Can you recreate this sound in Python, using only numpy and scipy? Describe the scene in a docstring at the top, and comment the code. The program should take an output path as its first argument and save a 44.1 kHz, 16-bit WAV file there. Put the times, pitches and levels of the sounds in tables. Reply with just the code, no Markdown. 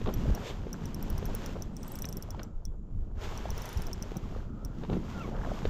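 """In a kayak, on a body-worn camera: a spinning reel's drag clicks an arm's length away as a fish pulls line.
A spring pawl ticks on the spool, ringing body and rim; rod and gear knock the hull as damped tones.
A stiff suit scuffs, crumples and hisses, and wind rumbles on the microphone, all in shaped noise; bumps come
through the mount. Fast line hisses in the guides, a faint whine comes and goes, and late on one rub squeaks.
The two microphone ports share nearly everything and differ mostly in the treble."""
import sys
import numpy as np
from scipy import signal
from scipy.fft import rfft, irfft, next_fast_len
from scipy.io import wavfile
from scipy.ndimage import uniform_filter1d

SR = 44100
rng = np.random.default_rng(int(sys.argv[2]) if len(sys.argv) > 2 else 0)


def natural_amplitude(level_db):
    """Convert a level in decibels to a linear amplitude factor, elementwise."""
    exponent = np.asarray(level_db, float) / 20
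    return 10 ** exponent


def pcm_store(signal):
    """Save signal as 16-bit PCM."""
    levels = np.round(np.clip(np.atleast_2d(signal), -1, 1) * 32767)
    wavfile.write(sys.argv[1], SR, levels.astype(np.int16).T)


N = 251092  # samples

# Levels in the tables are relative dB; later stages add to them.
# Wind on the microphone. Each row: frequency in Hz, density in dB.
WIND_SPECTRUM = [(12, -5), (22, 5.5), (55, -3.5), (100, -7), (140, -21), (250, -77)]
# Swells of the wind rumble, some only its random wavering.
# Each row: middle in seconds, length in seconds, peak in dB.
RUMBLE_SWELLS = [(0.06, .08, -30), (0.17, 0.37, -35.5), (0.3, 0.14, -23), (0.6, 0.16, -42),
                 (1.17, 0.35, -37), (1.31, 0.2, -35), (1.68, .1, -42), (2.55, 0.094, -41),
                 (2.7, 0.17, -38.5), (2.99, 0.22, -33.5), (3.15, 0.13, -39), (3.25, 0.049, -44),
                 (3.54, .16, -37.5), (3.78, .11, -28), (3.9, 0.2, -41), (4.25, 0.12, -39), (4.4, 0.21, -38),
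                 (4.66, 0.061, -36), (4.91, 0.053, -45), (5.42, 0.33, -40), (5.68, 0.14, -30)]
# How hard the body works against the camera mount. Each row: time in seconds, bump level in dB.
STRAIN = [(0.0, -38.5), (0.3, -34.5), (0.45, -45), (0.84, -39), (1.15, -39), (1.45, -40.5), (1.8, -40.5),
          (2.1, -44.5), (2.42, -43.5), (2.55, -51), (3.2, -49), (3.35, -45.5), (4.1, -44.5), (4.75, -43.5),
          (5.1, -40.5), (5.45, -38), (5.69, -41.5)]
# Dull bumps through the mount. Each row: frequency in Hz, density in dB.
BUMP_SPECTRUM = [(70, -6), (120, -2), (200, -0.5), (300, -9), (450, -18), (800, -68)]
# Jolts through the mount. Each row: middle in seconds, length in seconds, peak in dB.
JOLTS = [(0.08, 0.096, -36.5), (2.68, 0.046, -55.5), (2.97, 0.088, -48), (3.5, 0.11, -55),
         (3.79, 0.068, -43.5), (4.17, 0.033, -34.5), (4.82, 0.083, -44), (4.94, 0.19, -30.5),
         (5.26, 0.12, -49), (5.65, 0.093, -43)]
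# How briskly the suit moves. Each row: time in seconds, fabric hiss in dB.
RUSTLE = [(0.0, -61.5), (0.17, -59), (0.4, -56.5), (0.6, -65), (0.84, -60), (1.1, -57.5), (1.45, -56.5),
          (1.56, -62), (1.7, -71), (1.95, -62), (2.25, -67), (2.43, -67), (2.52, -82.5), (2.85, -87),
          (3.14, -81), (3.22, -58), (3.4, -57), (3.55, -58.5), (3.7, -59.5), (3.9, -61), (4.2, -62.5),
          (4.4, -66.5), (4.52, -74.5), (4.8, -68), (5.02, -63), (5.45, -60), (5.69, -57)]
# Single rubs of sleeve on suit. Each row: middle in seconds, length in seconds, scuff in dB, hiss in dB.
RUBS = [(0.083, 0.068, -37.5, -73), (0.361, 0.074, -46, -61), (0.479, 0.14, -44.5, -46),
        (1.306, 0.096, -54, -86), (1.562, 0.029, -50, -78), (2.4, 0.053, -50, -89),
        (3.246, 0.064, -54, -49), (3.58, 0.06, -54, -65), (3.89, 0.05, -57, -75),
        (4.162, 0.032, -45.5, -59), (4.33, .1, -67, -94), (4.835, 0.063, -47, -76),
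        (4.933, 0.11, -42.5, -57.5), (5.33, 0.23, -48.5, -88)]
# Low scuffing of the suit. Each row: frequency in Hz, density in dB.
SCUFF_SPECTRUM = [(200, -20.5), (380, 0.5), (700, -6), (1100, -13), (1350, -16), (1600, -25), (2500, -61)]
# Fabric hiss close to the microphone. Each row: frequency in Hz, density in dB.
FABRIC_SPECTRUM = [(530, -20), (900, 0), (1220, -4), (1670, -7), (2550, -10), (3140, -9.5), (4100, -15),
                   (7080, -17.5), (8910, -33), (10800, -37.5), (12700, -25), (15200, -43), (16400, -37)]
# A sleeve dragging. Each row: frequency in Hz, density in dB.
DRAG_SPECTRUM = [(600, -23), (1200, -11), (2200, 1.5), (3500, 2), (4800, -9), (7200, -8), (9000, -24),
                 (10800, -32), (12500, -15), (15200, -36), (16400, -45)]
# Hiss that differs between the ports. Each row: frequency in Hz, density in dB.
SIDE_SPECTRUM = [(1000, -18), (4000, -22.5), (8000, -21), (10300, -56), (11200, -17), (12300, -4.5),
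                 (13500, -22), (15200, -11), (16000, -45)]
# Microphone hiss. Each row: frequency in Hz, density in dB.
MIC_HISS_SPECTRUM = [(590, -25), (1000, 8), (1340, 6), (1950, 6), (3930, -5), (7380, 22), (8700, -109),
                     (11400, -127), (12300, -98), (16400, -35)]
# Rod and gear on the hull. Each row: start in seconds, thud in dB, pitch in Hz, hard edge in dB.
KNOCKS = [(0.015, -22.5, 390, -54), (0.06, -25, 1115, -48), (0.073, -33, 456, -46),
          (0.089, -27, 520, -49.5), (0.299, -22, 504, -59), (0.668, -21.5, 440, -59),
          (1.227, -20, 410, -52), (1.343, -24, 474, -66), (1.492, -25, 436, -60), (1.562, -27, 406, -60),
          (2.043, -36, 547, -43), (2.346, -27.5, 900, -60), (2.394, -44, 464, -45.5),
          (3.455, -19.5, 680, -57), (3.49, -28, 840, -58), (3.515, -27, 435, -57), (3.901, -27, 410, -63),
          (4.118, -23.5, 396, -65), (4.362, -24.5, 494, -64), (4.835, -23.5, 430, -52.5),
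          (4.849, -31, 990, -57), (4.898, -19, 390, -52), (4.931, -35, 382, -47), (4.967, -16.5, 407, -60),
          (5.288, -20, 354, -60), (5.364, -28, 400, -60), (5.486, -26.5, 535, -58), (5.653, -11, 437, -43)]
# Pawl ticks. Each row: start in seconds (before TICK_LAG_S), strike in dB, spool shimmer in dB,
# shimmer across the ports in dB.
TICKS = [(0.138, -28.5, -37.5, -35), (0.348, -29.5, -45.5, -33), (0.7288, -27.5, -48, -36),
         (0.855, -30, -49, -34), (0.9442, -30.5, -47, -33), (1.0251, -32.5, -37.5, -29),
         (1.1, -37, -47, -26), (1.179, -35, -45, -31), (1.254, -31.5, -47, -34), (1.3486, -29, -59, -28),
         (1.46, -27.5, -66, -33), (1.6212, -27, -53.5, -33), (1.766, -30.5, -66, -40),
         (1.8303, -31, -54, -38), (1.878, -34.5, -43, -33), (1.9175, -41, -40.5, -29),
         (1.954, -33, -49, -33), (1.9872, -29.5, -41, -33), (2.0203, -28, -43, -28),
         (2.053, -26.5, -45, -29), (2.0875, -29.5, -44, -35), (2.1255, -27.5, -47, -35),
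         (2.169, -28, -44, -38), (2.2238, -28, -45, -33), (2.3047, -28, -56, -33), (2.431, -30, -60, -39),
         (2.6521, -31, -64, -39), (3.375, -31.5, -60, -37), (3.5035, -28.5, -48, -33),
         (3.5775, -31, -53, -33), (3.6186, -31, -49, -39), (3.6546, -31.5, -45.5, -41),
         (3.6893, -35, -52, -35), (3.728, -36, -48, -33), (3.772, -32, -45, -38), (3.8193, -28, -60, -36),
         (3.8674, -31.5, -48, -32), (3.93, -27.5, -49, -33), (4.0237, -27.5, -52, -36),
         (4.168, -28, -49, -37), (4.648, -30.5, -48, -33)]
# Reel body under the pawl. Each row: nominal frequency in Hz, level in dB, 60 dB decay in seconds.
BODY_MODES = [(5050, -24, .004), (5560, -2, .007), (5920, -2, .007), (5720, -15, .02), (6500, -13, .006),
              (7200, -17, .006), (8400, -15, .007), (9750, -25, .006), (3410, -37, .18), (7575, -42, .28)]
# Thin spool rim. Each row: nominal frequency in Hz, level in dB, 60 dB decay in seconds.
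RIM_MODES = [(11950, -5, .016), (12180, -2, .02), (12450, -8, .012), (14400, -2, .004), (15000, -7, .003)]
# What reaches the ports out of step. Each row: nominal frequency in Hz, level in dB, 60 dB decay in seconds.
PORT_MODES = [(12270, 9, 0.0063), (12300, -8, 0.011), (13400, -18, .006), (14800, -4, 0.0043),
              (15400, -18, .004)]
# Line hissing through the guides during fast runs. Each row: middle in seconds, length in seconds,
# peak in dB, centre in Hz, width of each filter pass in Hz.
LINE_RUNS = [(1.96, 0.57, -65, 8000, 1200), (2.05, 0.63, -75.5, 10500, 900), (3.71, 0.53, -69, 9800, 840)]
# A faint airy whine. Each row: middle in seconds, length in seconds, peak in dB.
WHINE_RUNS = [(2.38, 0.62, -65), (4.63, 0.54, -62.5)]
# A short rubbing squeak. Each row: time in seconds, nominal pitch in Hz, level in dB,
# overtones over the fundamental in dB.
SQUEAK = [(5.135, 1400, -70, -30), (5.15, 1405, -50, -30), (5.195, 1378, -43, -20), (5.21, 1346, -42, -8),
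          (5.227, 1290, -45, -7), (5.24, 1130, -54, 4), (5.256, 1085, -46, -14), (5.275, 1050, -70, -20)]

# Middle settings of rustle and strain [dB]; the levels below move by so many dB per dB away from them
MID_RUSTLE_DB, MID_STRAIN_DB = -62, -43
WIND_DB, WIND_PER_STRAIN = -40, 0.088
SCUFF_DB, SCUFF_PER_RUSTLE, SCUFF_PER_STRAIN = -52.5, 0.35, 0.15
CRUMPLE_DB, CRUMPLE_PER_RUSTLE = -57.5, 1
# Folds of stiff cloth popping over: pops a second, pitch range [Hz], twice the cycles to the peak, size spread
# [dB]
CRUMPLE_PER_S, CRUMPLE_LOW_HZ, CRUMPLE_HIGH_HZ, CRUMPLE_CYCLES = 260, 450, 1700, 2.2
CRUMPLE_SPREAD_DB = 3
FABRIC_SIDE_DB = -25  # side against mid
KNOCK_T60_S, CRACK_S = 0.014, .0045  # thud's 60 dB decay, crack's time constant
TICK_LAG_S = .0008  # fixed delay added to every tick start
BODY_RISE_S, SNAP_S = .0011, .0012  # build-up of the body ring, time constant of the snap
TOP_HZ = 15300  # treble limit of the camera


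def curve(table):
    """Columns of a table joined by straight lines in time."""
    s, *columns = np.transpose(table)
    return [np.interp(np.arange(N) / SR, s, c) for c in columns]


def colour(x, spectrum):
    """Shape a signal by (Hz, dB) points joined over log frequency; rms 1."""
    hz, db = np.transpose(spectrum)
    size = next_fast_len(N)
    f = np.maximum(np.arange(size // 2 + 1) * SR / size, 1)
    gain = natural_amplitude(np.interp(np.log(f), np.log(hz), db))
    y = irfft(rfft(x, size) * gain, size)[:N]
    return y / np.std(y)


def walk(rate):
    """Random levels held 1 / rate s and slewed twice."""
    k = int(SR / rate)
    held = np.repeat(rng.standard_normal(N // k + 1), k)
    return uniform_filter1d(uniform_filter1d(held, k), k)[:N]


def grainy(rate, spread_db, share):
    """Noise mixed with scattered clicks of unequal size, about rate a second."""
    present = rng.random(N) < rate / SR
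    sizes = natural_amplitude(spread_db * rng.standard_normal(N))
    clicks = present * rng.choice([-1, 1], N) * sizes
    return rng.standard_normal(N) + share * clicks / np.std(clicks)


def swells(events):
    """Gain of (middle, length, peak dB) events, each a squared-cosine rise and fall."""
    t = np.arange(N) / SR
    return sum(natural_amplitude(db) * np.cos(np.pi * np.clip((t - s) / length, -.5, .5)) ** 2 for s, length, db in events)


def add(out, s, x):
    """Mix a sound in at a time."""
    i = int(s * SR)
    out[i:i + len(x)] += x[:N - i]


def wind(tense):
    """Low wind rumble on the microphone, wavering and rising a little with strain, plus placed swells."""
    blow = natural_amplitude(WIND_DB + WIND_PER_STRAIN * tense + 2.2 * walk(9)) + swells(RUMBLE_SWELLS)
    return blow * colour(rng.standard_normal(N), WIND_SPECTRUM)


def mount_bumps(strain_db):
    """Dull grainy noise carried through the mount as the body strains, with single jolts."""
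    push = (natural_amplitude(strain_db) + swells(JOLTS)) * natural_amplitude(0.78 * walk(25))
    return push * colour(grainy(60, 4.8, 0.54), BUMP_SPECTRUM)


def crumple():
    """Stiff folds popping over: scattered bursts of a few cycles, each with its own pitch and size; rms 1."""
    out, t = np.zeros(N), np.arange(SR // 50) / SR
    for when, pitch, size in rng.random((int(CRUMPLE_PER_S * N / SR), 3)):
        hz = CRUMPLE_LOW_HZ * (CRUMPLE_HIGH_HZ / CRUMPLE_LOW_HZ) ** pitch
        turn = t * hz / CRUMPLE_CYCLES
        gain = natural_amplitude(-CRUMPLE_SPREAD_DB * np.log(1 - size))
        add(out, when * N / SR, gain * turn * np.exp(-2 * turn) * np.sin(2 * np.pi * hz * t))
    return out / np.std(out)


def suit_scuff(brisk, tense):
    """Cloth rubbing on cloth: low grainy noise, with the crumpling of its folds."""
    rub = natural_amplitude(SCUFF_DB + SCUFF_PER_RUSTLE * brisk + SCUFF_PER_STRAIN * tense)
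    rub = rub + swells((s, length, db) for s, length, db, _ in RUBS)
    scuff = rub * natural_amplitude(2.0 * walk(40)) * colour(grainy(250, 5.4, 0.7), SCUFF_SPECTRUM)
    fold_gain = natural_amplitude(CRUMPLE_DB + CRUMPLE_PER_RUSTLE * brisk + 4.9 * walk(9.2))
    return scuff + fold_gain * crumple()


def suit_hiss(rustle_db):
    """Fine friction of the fabric and dragging sleeve, as grainy treble noise. Gives mid, side."""
    hiss = natural_amplitude(rustle_db + 6.0 + 2.65 * walk(13))
    drag = swells((s, length, db) for s, length, _, db in RUBS)
    mid = hiss * colour(grainy(700, 5.2, 0.59), FABRIC_SPECTRUM)
    mid = mid + drag * colour(grainy(700, 3.4, 0.6), DRAG_SPECTRUM)
    side = (hiss + drag) * natural_amplitude(FABRIC_SIDE_DB) * colour(rng.standard_normal(N), SIDE_SPECTRUM)
    return mid, side


def microphone_hiss():
    """Steady shaped noise of the microphone. Gives mid, side."""
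    mid = natural_amplitude(-87) * colour(rng.standard_normal(N), MIC_HISS_SPECTRUM)
    return mid, natural_amplitude(-94) * colour(rng.standard_normal(N), SIDE_SPECTRUM)


def knocks():
    """Gear on the hull: a fast-damped sine thud with a band-limited noise crack at contact."""
    out, t = np.zeros(N), np.arange(SR // 10) / SR
    cracks = rng.standard_normal((len(KNOCKS), len(t)))
    edge = signal.butter(4, [800, 3800], "band", fs=SR, output="sos")
    envelope = np.exp(-np.log(1000) * t / KNOCK_T60_S) * (1 - np.exp(-t / 0.00097))
    for (s, db, hz, edge_db), noise in zip(KNOCKS, cracks):
        thud = np.sin(2 * np.pi * hz * t) * envelope
        crack = signal.sosfilt(edge, noise * np.exp(-t / CRACK_S))
        add(out, s, 1.07 * natural_amplitude(db) * thud + natural_amplitude(edge_db + 14.0) * crack)
    return out


def ring(modes, chance, rise, detune=.012, scatter_db=3.5):
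    """One blow on decaying modes, each a little different every time; the contact takes a moment to build."""
    hz, db, t60 = np.transpose(modes)[:, :, None]
    t = np.arange(SR // 3) / SR
    # modes that ring longer than 15 ms stray less in pitch
    stray = 1 + detune * np.minimum(0.015 / t60, 1) * chance[0]
    wave = np.sin(2 * np.pi * hz * stray * t)
    rings = natural_amplitude(db + scatter_db * chance[1]) * wave * np.exp(-np.log(1000) * t / t60)
    return rings.sum(axis=0) * np.sin(np.pi / 2 * np.minimum(t / rise, 1)) ** 2


def reel():
    """Each tick snaps, rings body and rim, and has a short noise tail, fainter in the side. Gives mid, side."""
    mid, side = np.zeros(N), np.zeros(N)
    t = np.arange(SR // 20) / SR
    chance = rng.standard_normal((len(TICKS), 3, 2, len(BODY_MODES), 1))
    bright = signal.lfilter([1, -.6], 1, rng.standard_normal((len(TICKS), len(t))))
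    snaps = bright * np.exp(-t / SNAP_S) * np.minimum(t / 0.00021, 1)
    for (s, strike_db, rim_db, port_db), (a, b, c), snap in zip(TICKS, chance, snaps):
        s = s + TICK_LAG_S
        body = ring(BODY_MODES, a, BODY_RISE_S) + natural_amplitude(-12.5) * np.pad(snap, (0, SR // 3 - len(t)))
        rim = ring(RIM_MODES, b[:, :len(RIM_MODES)], 0.0022)
        add(mid, s, natural_amplitude(strike_db) * body + natural_amplitude(rim_db + 5.5) * rim)
        add(side, s, natural_amplitude(port_db) * ring(PORT_MODES, c[:, :len(PORT_MODES)], 0.0013))
    # the tail is the tick smeared by decaying noise that starts after 3 ms
    smears = rng.standard_normal((2, len(t))) * np.exp(-t / 0.0053) * (t > .003)
    mid_tail, side_tail = (signal.fftconvolve(mid, smear)[:N] for smear in smears)
    return mid + natural_amplitude(-28) * mid_tail, side + natural_amplitude(-36.5) * side_tail


def airy(runs, hz, width_hz, flicker_db):
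    """A narrow, flickering hiss from twice-resonated noise that lasts only for the given runs."""
    b, a = signal.iirpeak(hz, hz / width_hz, SR)
    hiss = signal.lfilter(b, a, signal.lfilter(b, a, rng.standard_normal(N)))
    return swells(runs) * natural_amplitude(flicker_db * walk(30.07)) * hiss / np.std(hiss)


def line_hiss():
    """Line rushing through the guides: narrow treble hiss, placed by run."""
    return sum(airy([run], hz, width_hz, 3) for *run, hz, width_hz in LINE_RUNS)


def whine():
    """A faint airy whine: noise through a narrow resonance at 1320 Hz."""
    return airy(WHINE_RUNS, 1320, 200, 1.5)


def squeak():
    """Stick-slip of a rubbery surface: a rough falling tone that grows overtones."""
    hz, db, over_db = curve(SQUEAK)
    phase = 2 * np.pi * np.cumsum(hz * (1 + 0.024 * walk(300))) / SR
    t = np.arange(N) / SR
    on = (t > SQUEAK[0][0]) & (t < SQUEAK[-1][0])
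    over = natural_amplitude(over_db)
    grip = natural_amplitude(4 * walk(150))
    tone = np.sin(phase) + over * np.sin(2 * phase) + 0.38 * over ** 3 * np.sin(3 * phase)
    return on * grip * natural_amplitude(db) * tone


def scene():
    """Every source sits in the middle; reel, suit and microphone hiss also differ between the two ports."""
    (rustle_db,), (strain_db,) = curve(RUSTLE), curve(STRAIN)
    brisk, tense = rustle_db - MID_RUSTLE_DB, strain_db - MID_STRAIN_DB
    cloth, cloth_side = suit_hiss(rustle_db)
    hiss, hiss_side = microphone_hiss()
    tick, tick_side = reel()
    mid = wind(tense) + mount_bumps(strain_db) + suit_scuff(brisk, tense) + cloth + hiss
    mid = mid + knocks() + tick + line_hiss() + whine() + squeak()
    side = cloth_side + hiss_side + tick_side
    return np.array([mid + side, mid - side])


def top_cut(x):
    """Nothing passes above the cut-off."""
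    return signal.sosfilt(signal.butter(12, 16500, fs=SR, output="sos"), x)


def record(dry):
    """The camera cuts the extreme top with a steep low-pass."""
    low_pass = signal.cheby1(8, .5, TOP_HZ, fs=SR, output="sos")
    mix = signal.sosfilt(low_pass, dry)
    return top_cut(mix)


dry = scene()
out = record(dry)
pcm_store(out)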